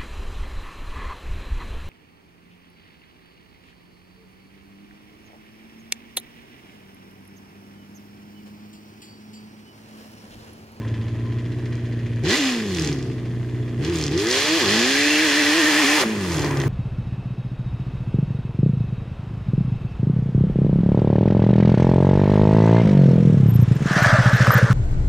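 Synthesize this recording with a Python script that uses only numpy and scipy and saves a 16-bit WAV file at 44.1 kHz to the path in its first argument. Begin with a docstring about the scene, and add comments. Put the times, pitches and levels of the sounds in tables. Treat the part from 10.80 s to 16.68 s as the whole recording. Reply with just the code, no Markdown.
"""A four-cylinder hill-climb motorcycle idles unevenly on an open hillside, its exhaust droning and puttering.
Two quick twists of the throttle rev it up: each firing blares and cracks out of the open pipe,
and unburnt fuel pops as it slows. Then it launches at full throttle, the rear wheel spinning
and spraying dirt. Last, the throttle shuts and it coasts up close, clattering and popping.
Ground and trees scatter the sound all along."""
import sys
import numpy as np
from scipy import signal
from scipy.fft import rfft, irfft
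from scipy.io import wavfile
from scipy.ndimage import uniform_filter1d, map_coordinates

SR = 44100
rng = np.random.default_rng(int(sys.argv[2]) if len(sys.argv) > 2 else 0)


def dump_mix(stems):
    """Bounce the given channels to the path in sys.argv[1] as a 16-bit WAV at rate SR."""
    frames = np.atleast_2d(stems).T  # one column per channel
    limited = np.clip(frames, -1, 1)  # hard clip at full scale
    pcm = np.round(limited * 32767).astype(np.int16)
    wavfile.write(sys.argv[1], SR, pcm)


N = 259308
TIME = np.arange(N) / SR


def gain_of(db):
    """Turns decibels into a number to multiply by."""
    return 10 ** (np.asarray(db) / 20)


def curves(table, at=TIME):
    """Looks up `at` in a table's first column and gives a curve for each other column."""
    key, *columns = np.transpose(table)
    return np.array([np.interp(at, key, column) for column in columns])


def at_pitch(table, hz):
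    """Looks up frequencies in a table, joining its rows on a log axis."""
    f, value = np.transpose(table)
    return np.interp(np.log(hz + 1), np.log(f + 1), value)


def steadied(x, size=2600):
    """Holds the average level at 1 and leaves the fast detail alone."""
    power = np.atleast_2d(x ** 2).mean(0)
    return x / np.sqrt(abs(uniform_filter1d(uniform_filter1d(power, size), size)) + 1e-14)


def wobble(rate_hz):
    """A random wavy line, typically about 1 away from zero."""
    count = N // 8
    return np.interp(TIME * rate_hz, np.arange(count), rng.standard_normal(count)) / np.sqrt(2 / 3)


def clicks(times, sizes):
    """Clean clicks at exact times, even between samples."""
    place = np.asarray(times)[:, None] * SR
    at = np.floor(place).astype(int) + np.arange(-7, 9)
    shape = np.sinc(at - place) * np.cos(np.pi * (at - place) / 16) ** 2
    return np.bincount(np.clip(at, 0, N - 1).ravel(), (shape * sizes[:, None]).ravel(), N)


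def puffs(times, sizes, decay_s):
    """A burst of swirling gas after each pulse, with as much energy as the pulse."""
    keep = np.exp(-2 / (decay_s * SR))
    energy = np.bincount(np.clip(times * SR, 0, N - 1).astype(int), sizes ** 2, N)
    return np.sqrt(signal.lfilter([1 - keep], [1, -keep], energy)) * rng.standard_normal(N)


def resonate(x, hz, width_hz):
    """Lets through a band of sound around the moving pitch hz."""
    spin = np.exp(2j * np.pi * np.cumsum(hz) / SR)
    keep = np.exp(-np.pi * width_hz / SR)
    return 2 * (spin * signal.lfilter([1 - keep], [1, -keep], x / spin)).real


# narrow bands that the pipe boosts or cuts: f/Hz, width/Hz, boost/dB
PIPE_RINGS = [(1038.8, 64, 3.5), (1187, 23, 3.5), (1413, 88, -3), (1834, 220, 1), (1979, 156, 3),
              (2204, 110, -1), (2382.5, 113, 3.5), (2750, 160, 0), (3344, 235, 3.5), (3871, 154, -5),
              (4296, 252, 5.5), (4525, 198, -12), (4788, 360, 5), (5696, 158, 1.5), (6260, 130, 1.5),
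              (6678, 200, 6.5), (6856, 184, -8), (7238, 218, 3.5), (7490, 160, -3.5)]
# their drift as the gas heats and cools: t/s, pitch change/share
PIPE_DRIFT = [(0, -0.014), (1.4, -0.0156), (1.58, 0.0256), (2.2, -0.0012), (2.8, 0.0166), (3.1, -0.0013),
              (3.7, 0.0087), (4.3, -0.00039), (5.2, 0.0056), (5.88, -0.00046)]
def pipe(x, colour, size=4096):
    """The exhaust pipe gives a sound a broad tone colour and narrow, drifting rings."""
    hz = abs(np.fft.fftfreq(size, 1 / SR))
    rings_db = sum(boost / (1 + (2 * (hz - f) / width) ** 2) for f, width, boost in PIPE_RINGS)
    log_gain = np.log(gain_of(at_pitch(colour, hz) + rings_db))
    response = np.fft.ifft(np.exp(signal.hilbert(log_gain).conj())).real  # rings only after a pulse
    clock = np.cumsum(1 + curves(PIPE_DRIFT)[0])  # stretching time moves all the rings together
    stretched = map_coordinates(x, [np.interp(np.arange(clock[-1]), clock, np.arange(N))], order=3)
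    return map_coordinates(signal.oaconvolve(stretched, response[:size // 2]), [clock], order=3)


# how long echoes take to fade by 60 dB (below zero they grow): f/Hz, t/s
ECHO_FADE = [(200, -1.94), (2000, 4), (6000, 0.4446), (14000, -0.47)]
# tone colour of the echoes: f/Hz, level/dB
ECHO_COLOUR = [(100, -14), (500, -10.5), (1000, -8.5), (2000, -8.5), (4000, -3.5), (8000, -2.5),
               (14000, -5)]
def hillside(x, wet_db):
    """Adds a short spray of echoes from ground and trees, different at each ear."""
    count, gap = 600, 25  # echoes, and samples between them
    taps = np.zeros((2, SR // 2))
    at = gap + gap * np.arange(count) + rng.integers(0, gap, (2, count))
    np.put_along_axis(taps, at, rng.choice([-1., 1.], at.shape), 1)
    hz, t, bands = signal.stft(taps, SR, nperseg=256)
    decay = gain_of(-60 * t / at_pitch(ECHO_FADE, hz)[:, None])
    decay /= np.sqrt((decay ** 2).sum(1, keepdims=True) * 128 / gap)
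    colour = gain_of(at_pitch(ECHO_COLOUR, hz) + wet_db)[:, None]
    tail = signal.istft(bands * decay * colour, SR, nperseg=256)[1]
    return x + signal.fftconvolve(x[None], tail, axes=1)[:, :N]


# engine speed through idle, two revs, launch, wheelspin and coasting: t/s, crank speed/Hz
CRANK_SPEED = [(0, 55.66), (.8, 60.16), (1.42, 57.97), (1.45, 73.9), (1.5, 98.3), (1.58, 158.1),
               (1.62, 138.7), (1.8, 111.77), (2.0, 79.9), (2.2, 64.7), (2.4, 60.4), (2.65, 60.47),
               (2.985, 60.2), (3.04, 73.1), (3.115, 88.3), (3.18, 79.3), (3.305, 69.6), (3.4, 98.25),
               (3.5, 121.8), (3.7, 156.3), (3.77, 167.2), (3.84, 112.5), (3.868, 94.1), (3.92, 105.6),
               (4.03, 119.8), (4.1, 134.7), (4.2, 143.9), (4.3, 148), (4.39, 152.2), (4.44, 160),
               (4.51, 140.6), (4.6, 152.7), (4.63, 143), (4.72, 151.2), (4.79, 171.2), (4.83, 147.2),
               (4.89, 156.3), (4.93, 144.2), (5.0, 155.9), (5.05, 134.7), (5.09, 144.5), (5.17, 154),
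               (5.21, 133.2), (5.255, 111), (5.315, 109.2), (5.5, 86.4), (5.6, 74.24), (5.68, 72),
               (5.88, 65.73)]
# the rider's hand: t/s, throttle opening/0-1
THROTTLE_OPENING = [(1.42, 0.18), (1.455, 0.72), (1.55, 1), (1.6, 0), (2.97, 0.18), (3.02, 0.5),
                    (3.115, 0.5), (3.14, 0.04), (3.31, 0.07), (3.34, 0.58), (3.62, 0.6), (3.7, 0.69),
                    (3.87, 0.83), (3.95, 0.93), (5.18, 0.99), (5.26, 0.03)]
def engine(flutter=.004):
    """Speed, throttle and turns so far of the crank, the main shaft, which never spins quite evenly."""
    crank_hz = curves(CRANK_SPEED)[0]
    throttle = np.clip(curves(THROTTLE_OPENING)[0], 0, 1)
    turns = np.cumsum(crank_hz * (1 + flutter * wobble(rate_hz=59.99))) / SR
    return crank_hz, throttle, turns


def nearness(nearest_s=5.946, width_s=0.167):
    """How near a passing thing is, 0-1; the bike unless other times are given."""
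    return 1 / (1 + ((TIME - nearest_s) / width_s) ** 2)


def by_throttle(throttle, shut, half, wide):
    """Blends the values for a shut, half open and wide open throttle."""
    past_half = 2 * throttle - 1
    return half + (shut - half) * np.maximum(-past_half, 0) + (wide - half) * np.maximum(past_half, 0)


# base loudness with the throttle shut, half open (a hollower sound) and wide open:
# crank speed/Hz, firing tone/dB, burble/dB, blare/dB, crack/dB, rush/dB
SHUT_LEVELS = [(59.4, -27, -38.5, -48.5, -61, -74.5), (61.68, -30, -33, -49.5, -57, -67.5),
               (71.29, -26, -30.5, -36, -47.5, -57.5), (72.24, -29, -27, -36, -38, -53.5),
               (80.303, -28, -30.5, -33.5, -36.5, -48), (96.3, -26.5, -32.5, -37.5, -39, -53.5),
               (103.35, -26.5, -30.5, -36, -42, -56.5), (129.9, -22.5, -37, -25.5, -28.5, -45.5)]
HALF_LEVELS = [(64.6, -22.5, -27.5, -43, -55.5, -63), (76.26, -26, -27.5, -33.5, -36.5, -55.5),
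               (86.6, -34, -25.5, -35, -44, -59.5), (95.68, -47, -33.5, -34, -33, -47),
               (115.8, -36.5, -37, -29.5, -36, -48), (130.4, -37, -33.5, -27.5, -23, -38.5),
               (143.4, -46.5, -32, -26.5, -24.5, -40.5), (160.1, -21.5, -43.5, -29.5, -25.5, -42)]
WIDE_LEVELS = [(65.77, -19.5, -25.5, -21.5, -30, -60.5), (101, -23.5, -23, -24, -19, -39),
               (125.7, -22, -34.5, -25, -23, -41.5), (153.9, -22, -38, -22.5, -25, -39.5)]
# what nearness adds to the same five voices: boost/dB
NEAR_BOOST = (8.44, 7, 5.3, 1.6, 9.9)
def loudness(crank_hz, throttle):
    """Levels in dB of the five voices, from speed, throttle and nearness."""
    at_speed = [curves(table, crank_hz) for table in (SHUT_LEVELS, HALF_LEVELS, WIDE_LEVELS)]
    levels = by_throttle(throttle, *at_speed) + np.outer(NEAR_BOOST, nearness())
    levels[-1] += 4 * nearness(nearest_s=5.23, width_s=0.46)  # passing dirt lifts the rush
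    return levels


# at low speed one burn every few turns is heavy: t/s, swell of the firing tone/share, chuff level/dB
HEAVY_BURNS = [(.067, 1.6, -9), (.129, 1.55, -8), (.203, 1.45, -10), (.269, 1.6, -9.5), (.334, 1.7, -22.5),
               (.378, 1.44, -19), (.443, 0.94, -15.5), (.51, 1.06, -10.5), (.574, 0.98, -9.5),
               (.641, 1.17, -12), (0.706, 0.78, -11), (.774, 1.06, -13), (.845, 0.86, -5.5),
               (.913, 0.95, -8), (.952, 0.86, -20.5), (1.042, 1.14, -11), (1.11, 1.04, -9.5),
               (1.177, 0.86, -10.5), (1.249, 0.77, -8.5), (1.312, 1.04, -12.5), (1.357, 0.94, -15),
               (2.02, 0.49, -3.5), (2.109, 1.305, -7), (2.181, 2.05, -8.5), (2.239, 2.215, -25),
               (2.302, 2.7, -10.5), (2.37, 2, -10.5), (2.443, 0.991, -11), (2.492, 2.1, -18),
               (2.539, 1.34, -19.5), (2.608, 1, -19.5), (2.675, 0.96, -15.5), (2.744, 1.003, -20.5),
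               (2.811, 0.849, -18.5), (2.868, 1.002, -11.5), (3.0, 0.7017, -16.5), (5.567, 1.27, -10),
               (5.606, 0.872, -8), (5.64, 0.814, -10.5), (5.669, 1.65, -15), (5.728, 0.88, -17.5),
               (5.791, 1.803, 0.5), (5.868, 1.274, -22)]
def lope(after_s, width_s):
    """The limping beat of the idle: a smooth bump after_s from each heavy burn."""
    t = TIME[::32]
    bumps = sum(swell * np.exp(-((t - s - after_s) / width_s) ** 2 / 2) for s, swell, _ in HEAVY_BURNS)
    return np.interp(TIME, t, bumps)


def lope_gain(db, after_s, width_s):
    """Changes a level by up to db around each heavy burn."""
    return gain_of(db * np.minimum(lope(after_s, width_s), 1))


def tone(turns, order, db, waver_db=3.0):
    """A wavering tone; its order is how many times it swings in one crank turn."""
    level = gain_of(db + waver_db * wobble(45))
    return level * np.sqrt(2) * np.cos(2 * np.pi * (order * turns + rng.random()))


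# low pitches at which the pipe likes to ring: f/Hz, level/dB
LOW_RINGS = [(58, -47), (72, -44.5), (81, -35.5), (98, -32), (112, -40), (130, -46), (180, -33.5),
             (240, -38), (275, -30.5), (315, -24.5), (355, -28.5), (415, -37), (560, -45.5)]
# boosts for orders 1, 3 and 4, by throttle: shut/dB, half/dB, wide/dB
ORDER_BOOSTS = [(.5, 0, -1.4), (-9.5, 2, -0.075), (-1.5, 5, 1)]
def drone(turns, crank_hz, throttle, firing_db):
    """The firing tone swells at heavy burns; weaker tones swell as they cross the pipe's low rings."""
    cold_hz = crank_hz / (1 + 0.1108 * np.minimum(2 * throttle, 1))  # hot gas raises the rings
    first, third, fourth = [at_pitch(LOW_RINGS, k * cold_hz) + by_throttle(throttle, *db)
                            for k, db in zip((1, 3, 4), ORDER_BOOSTS)]
    near_db = 3 * nearness()
    levels = first, firing_db, third + near_db, fourth + near_db
    tones = [tone(turns, k, db, waver_db=1.2736) for k, db in enumerate(levels, 1)]
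    tones[1] *= steadied(1 + lope(after_s=0, width_s=0.0087), size=4000)
    return sum(tones)


# the four cylinders in firing order: relative level/dB, extra travel time in the pipe/s
FIRING_ORDER = [(0, 0.0003), (-3.5, 0), (-0.5, 0), (-4.5, 0.00147)]
def firings(turns, contrast, spread_db, jitter_s):
    """Times and strengths of the firings, two a crank turn; no two burns are alike."""
    number = np.arange(int(2 * turns[-1]))
    time_luck, size_luck = rng.standard_normal((N // 100, 2))[number].T
    cylinder_db, lag_s = np.take(FIRING_ORDER, number, axis=0, mode="wrap").T
    times = np.interp(number / 2, turns, TIME) + lag_s + jitter_s * time_luck
    return times, gain_of(contrast * cylinder_db + spread_db * np.minimum(size_luck, 2))


# tone colour of the burble: f/Hz, level/dB
BURBLE_COLOUR = [(25, -19), (60, -16), (90, 4.5), (140, -2), (190, -6.5), (250, -5.5), (340, 4.5),
                 (470, -1), (600, -16.5), (900, -18.5), (2000, -53)]
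def burble(turns, crank_hz, level_db, suction=0.612, gas=.17, width_s=0.000978):
    """Strong and weak slugs of gas, each followed by suction, thump the pipe's low rings."""
    times, sizes = firings(turns, contrast=0.45, spread_db=.7, jitter_s=.0001)
    uneven = sizes - sizes.mean()
    rebound = times + 0.1423 / np.interp(times, TIME, crank_hz)
    flow = clicks(times, uneven) - suction * clicks(rebound, uneven) + gas * puffs(times, uneven, 0.0059)
    keep = np.exp(-1 / (width_s * SR))
    slugs = signal.lfilter([1 - keep], [1, -keep], flow)
    slugs *= lope_gain(db=-1, after_s=-0.041, width_s=0.014)  # a gulp just before a heavy burn
    return gain_of(level_db) * steadied(hillside(pipe(slugs, BURBLE_COLOUR), wet_db=5.5), size=1600)


def overtones(turns, crank_hz, burble_db, blare_db, load):
    """Higher tones hum low in the pipe at idle and sing raggedly under load; a gear whines thinly."""
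    hum = sum(tone(turns + rng.random(), k, burble_db - 15 + at_pitch(BURBLE_COLOUR, k * crank_hz))
              for k in range(5, 12))
    song = 0
    for k in range(5, 21):
        ragged_turns = turns + rng.random() + .55 * wobble(110) / k
        song += tone(ragged_turns, k, blare_db - 4 * (k % 2), waver_db=1.8)  # odd orders are weaker
    whine = tone(turns, order=11, db=-57.5)
    return hum + whine + gain_of(-11) * load ** 2 * brassy(song, width_hz=380)


# tone colour of the blare: f/Hz, level/dB
BLARE_COLOUR = [(300, -47.5), (480, -1.5), (620, -3), (750, -3.5), (900, -7), (1100, -5.5), (1400, -5.5),
                (1750, 2), (2200, -4), (2700, -2.5), (3400, -7), (4500, -22.5), (8000, -32)]
# a bright band that wanders as the bike slides about: t/s, f/Hz, amount added/share
BRIGHT_BAND = [(0, 1030, .5), (.5, 1030, 0.35), (.8, 1950, 0.88), (1.4, 1930, 0.22), (1.54, 1940, 1.05),
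               (1.6, 2852, 0.8), (1.7, 2850, 0.44), (2.0, 2010, 0.107), (3.6, 1889, 0.5175),
               (3.78, 3269, 0.324), (3.93, 3307, 0.87), (4.1, 2000, 0.19), (4.35, 2838, 1.4),
               (4.45, 1850, 0.625), (4.6, 1770, 0.705), (4.95, 1712, 0.5966), (5.05, 2518, 1.364),
               (5.2, 2481, 0.38), (5.3, 1902, 0.339)]
# boost or cut of the middle pitches: t/s, level/dB
MIDDLE_BAND = [(0, -7), (.5, 5), (.75, -9.5), (1.2, -14), (1.55, 1.5), (2.5, 8), (3.2, 5.5), (3.9, 4.5),
               (4.2, -3), (4.5, -0.5), (4.8, 2), (5.2, 5), (5.88, 20)]
def brassy(x, width_hz):
    """The pipe's horn-like colour, with a wandering bright band and a changing middle."""
    bright_hz, share = curves(BRIGHT_BAND)
    voice = pipe(x, BLARE_COLOUR)
    middle = (gain_of(curves(MIDDLE_BAND)[0]) - 1) * resonate(voice, hz=np.full(N, 1062), width_hz=724)
    return voice + middle + share * resonate(voice, bright_hz, width_hz)


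def blare(turns, level_db, load):
    """The brassy voice of the pipe: loose puffing at idle, firm and ragged pulses under load."""
    times, sizes = firings(turns, contrast=.9, spread_db=2.5, jitter_s=.00003)
    gas = (2.2 * (1 - load) + .42 * load) * puffs(times, sizes, decay_s=.005)
    swell = lope_gain(db=3, after_s=0.0239, width_s=0.016)
    voice = brassy((clicks(times, sizes) + gas) * swell, width_hz=910)
    return gain_of(level_db - 2.5) * steadied(hillside(voice, wet_db=2.5))


# tone colour of the crack: f/Hz, level/dB
CRACK_COLOUR = [(500, -56.5), (1400, -2), (2000, 0), (3400, 3), (4600, 0), (6000, -4), (7300, -6.5),
                (8200, -17), (11000, -41.5), (16000, -61.5)]
def crack(turns, level_db, load):
    """The front of each pulse steepens into a small shock, the strongest burns most of all."""
    times, sizes = firings(turns, contrast=0.5, spread_db=0.5, jitter_s=.00003)
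    gas = (1.3 * (1 - load) + .55 * load) * puffs(times, sizes, decay_s=.004)
    swell = lope_gain(db=4.68, after_s=0.0239, width_s=0.0062)
    shocks = pipe((clicks(times, sizes) + gas) * swell, CRACK_COLOUR)
    return gain_of(level_db + 2) * steadied(hillside(shocks, wet_db=2))


# tone colour of the rush: f/Hz, level/dB
RUSH_COLOUR = [(3000, -23.5), (6500, -0.5), (8500, -3), (11000, -3.5), (13000, -12.5), (16000, -10.5)]
def rush(level_db, grain_db=1.5):
    """Grainy hiss of the gas jet and of dirt thrown by the rear wheel."""
    hiss = rng.standard_normal(N) * gain_of(grain_db * wobble(700))
    return gain_of(level_db + 5.5) * steadied(hillside(pipe(hiss, RUSH_COLOUR), wet_db=-5.5))


# loudness of the clatter: t/s, level/dB
CLATTER_LEVEL = [(0, -47), (.5, -53.5), (.8, -49.5), (4.6, -52.5), (5.14, -34.5), (5.215, -19), (5.28, -38),
                 (5.5, -35), (5.65, -29.5), (5.88, -34.5)]
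# its hollow tone colour: f/Hz, level/dB
KNOCK_COLOUR = [(300, -22), (520, -2), (700, -9.5), (850, -7), (1020, -6), (1250, -9.5), (1800, -6.5),
                (5000, -36)]
def clatter(grain_db=5):
    """Chain and frame knock loosely, loudest in the lurch as the throttle snaps shut at the end."""
    knocks = rng.standard_normal(N) * gain_of(grain_db * wobble(160))
    return gain_of(curves(CLATTER_LEVEL)[0]) * steadied(hillside(pipe(knocks, KNOCK_COLOUR), wet_db=1.5))


# loudness of the faint ring: t/s, level/dB
FAINT_RING_LEVEL = [(0, -49.5), (.2, -55), (.35, -61.5), (.47, -48.5), (.6, -56.5), (1.2, -89.5)]
def faint_ring(pitch_hz=1020, width_hz=36):
    """A narrow, fuzzy tone that fades out early in the idle."""
    hz = np.full(N, pitch_hz)
    ring = resonate(resonate(rng.standard_normal(N), hz, width_hz), hz, 2 * width_hz)
    return gain_of(curves(FAINT_RING_LEVEL)[0]) * steadied(hillside(ring, wet_db=3))


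# tone colour of the open air: f/Hz, level/dB
AIR_COLOUR = [(20, -1), (60, -10.5), (200, 7.5), (1000, -21.5), (4000, -24.5), (12000, -54)]
def air(level_db=-45.5):
    """Faint rumble of the open hillside."""
    colour = gain_of(at_pitch(AIR_COLOUR, np.fft.rfftfreq(N, 1 / SR)))
    noise = irfft(rfft(rng.standard_normal(N)) * colour, N)
    return gain_of(level_db) * noise / noise.std()


# tone colour of a chuff: f/Hz, level/dB
CHUFF_COLOUR = [(500, -30.5), (1300, -6), (1850, 3.5), (2400, 0.5), (3300, -2), (7000, -17), (16000, -42)]
def chuffs(after_s=.011, decay_s=0.0167, tick=0.2):
    """Each heavy burn leaves the pipe as a tick and a short gust of gas: the putter of the idle."""
    times, _, db = np.transpose(HEAVY_BURNS)
    gusts = tick * clicks(times + after_s, gain_of(db)) + puffs(times + after_s, gain_of(db), decay_s)
    return hillside(pipe(gusts, CHUFF_COLOUR), wet_db=-7.5)


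# pops, mostly as the engine slows or the throttle opens: t/s, relative level/dB, f/Hz
FUEL_POPS = [(.0845, -35, 4500), (.2838, -37, 4000), (.5876, -37, 4000), (.722, -39.5, 4500),
             (.856, -37.5, 4500), (.929, -35, 5000), (.954, -32.5, 5500), (1.2664, -37, 5000),
             (1.360, -34.5, 5000), (1.437, -22.5, 3500), (1.948, -15, 5460), (1.971, -15.5, 5000),
             (1.985, -15, 2798), (1.996, -13.5, 5470), (2.0215, -13.5, 5466), (2.047, -14.5, 5498),
             (2.074, -14, 5500), (2.088, -18, 2802), (2.115, -21.5, 3000), (2.128, -19.5, 5500),
             (2.1873, -27.5, 4899), (2.2265, -24.5, 4500), (3.0483, -18, 3496), (3.098, -21, 3441),
             (3.157, -17, 5500), (3.186, -15, 5500), (3.2126, -12.5, 5500), (3.226, -13.5, 2797),
             (3.2386, -11.5, 5500), (3.2654, -14, 5500), (3.280, -14.5, 2799), (3.329, -27, 4000),
             (3.377, -13.5, 5004), (3.399, -13.5, 5000), (3.470, -11.5, 4994), (3.487, -10, 5000),
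             (3.504, -10, 5000), (3.512, -8.5, 5003), (3.527, -6.5, 5000), (5.5194, -18.5, 5498),
             (5.533, -20.5, 6231), (5.544, -16, 6194), (5.569, -17.5, 6010), (5.582, -17.5, 5520),
             (5.594, -17, 6010), (5.620, -16, 4501), (5.646, -17, 4500), (5.710, -18.5, 2501),
             (5.7717, -18.5, 4487), (5.801, -18, 4000), (5.817, -18, 3019)]
# tone colour of a pop: f/Hz, level/dB
POP_COLOUR = [(400, -33), (1400, 1), (2000, -2.5), (3400, -1.5), (5000, -1), (7300, -2.5), (8200, -8),
              (11000, -20), (16000, -43)]
def pops():
    """Unburnt fuel catches fire in the hot pipe with sharp snaps, some bright and some dull."""
    times, db, hz = np.transpose(FUEL_POPS)
    snaps = clicks(times + 0.0005, gain_of(db)) + .8 * puffs(times, gain_of(db), decay_s=.003)
    snaps = resonate(snaps, np.interp(TIME, times, hz), width_hz=3360)
    return gain_of(13.5) * hillside(pipe(snaps, POP_COLOUR), wet_db=-3)


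def scene():
    """One crank and one throttle drive the engine's voices; pops, clatter and air join them."""
    crank_hz, throttle, turns = engine()
    firing_db, burble_db, blare_db, crack_db, rush_db = loudness(crank_hz, throttle)
    firmness = 0.558 + 0.442 * throttle  # pulses turn breathy as the throttle shuts
    load = np.clip((blare_db + 42) / 16, 0, 1) * firmness  # how hard the engine works, 0-1
    tones = drone(turns, crank_hz, throttle, firing_db)
    tones += overtones(turns, crank_hz, burble_db, blare_db, load)
    low = hillside(tones, wet_db=-4) + burble(turns, crank_hz, burble_db)
    high = crack(turns, crack_db, load) + rush(rush_db) + pops() + chuffs()
    high *= gain_of([[-.7], [.7]])  # a little to the right
    return low + blare(turns, blare_db, load) + high + clatter() + faint_ring() + air()


# how far the left microphone opening runs ahead of the right: f/Hz, phase/radians
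LEFT_LEAD = [(20, 0), (4400, 0.165), (6400, 1.036), (7200, 1.155), (10000, 1.517), (15000, 1.7)]
def record(dry, ceiling=.7, top_hz=15750):
    """Left and right slip out of step in the treble, peaks are rounded and the very top is cut."""
    phase = at_pitch(LEFT_LEAD, np.fft.rfftfreq(N, 1 / SR))
    heard = irfft(rfft(dry) * np.exp(.5j * np.outer([1, -1], phase)), N)
    rounded = heard / (1 + (heard / ceiling) ** 4) ** (1 / 4)
    lowpass = signal.firwin(511, top_hz, window=("kaiser", 9), fs=SR)
    return signal.oaconvolve(rounded, lowpass[None], "same")


dry = scene()
out = record(dry)
dump_mix(out)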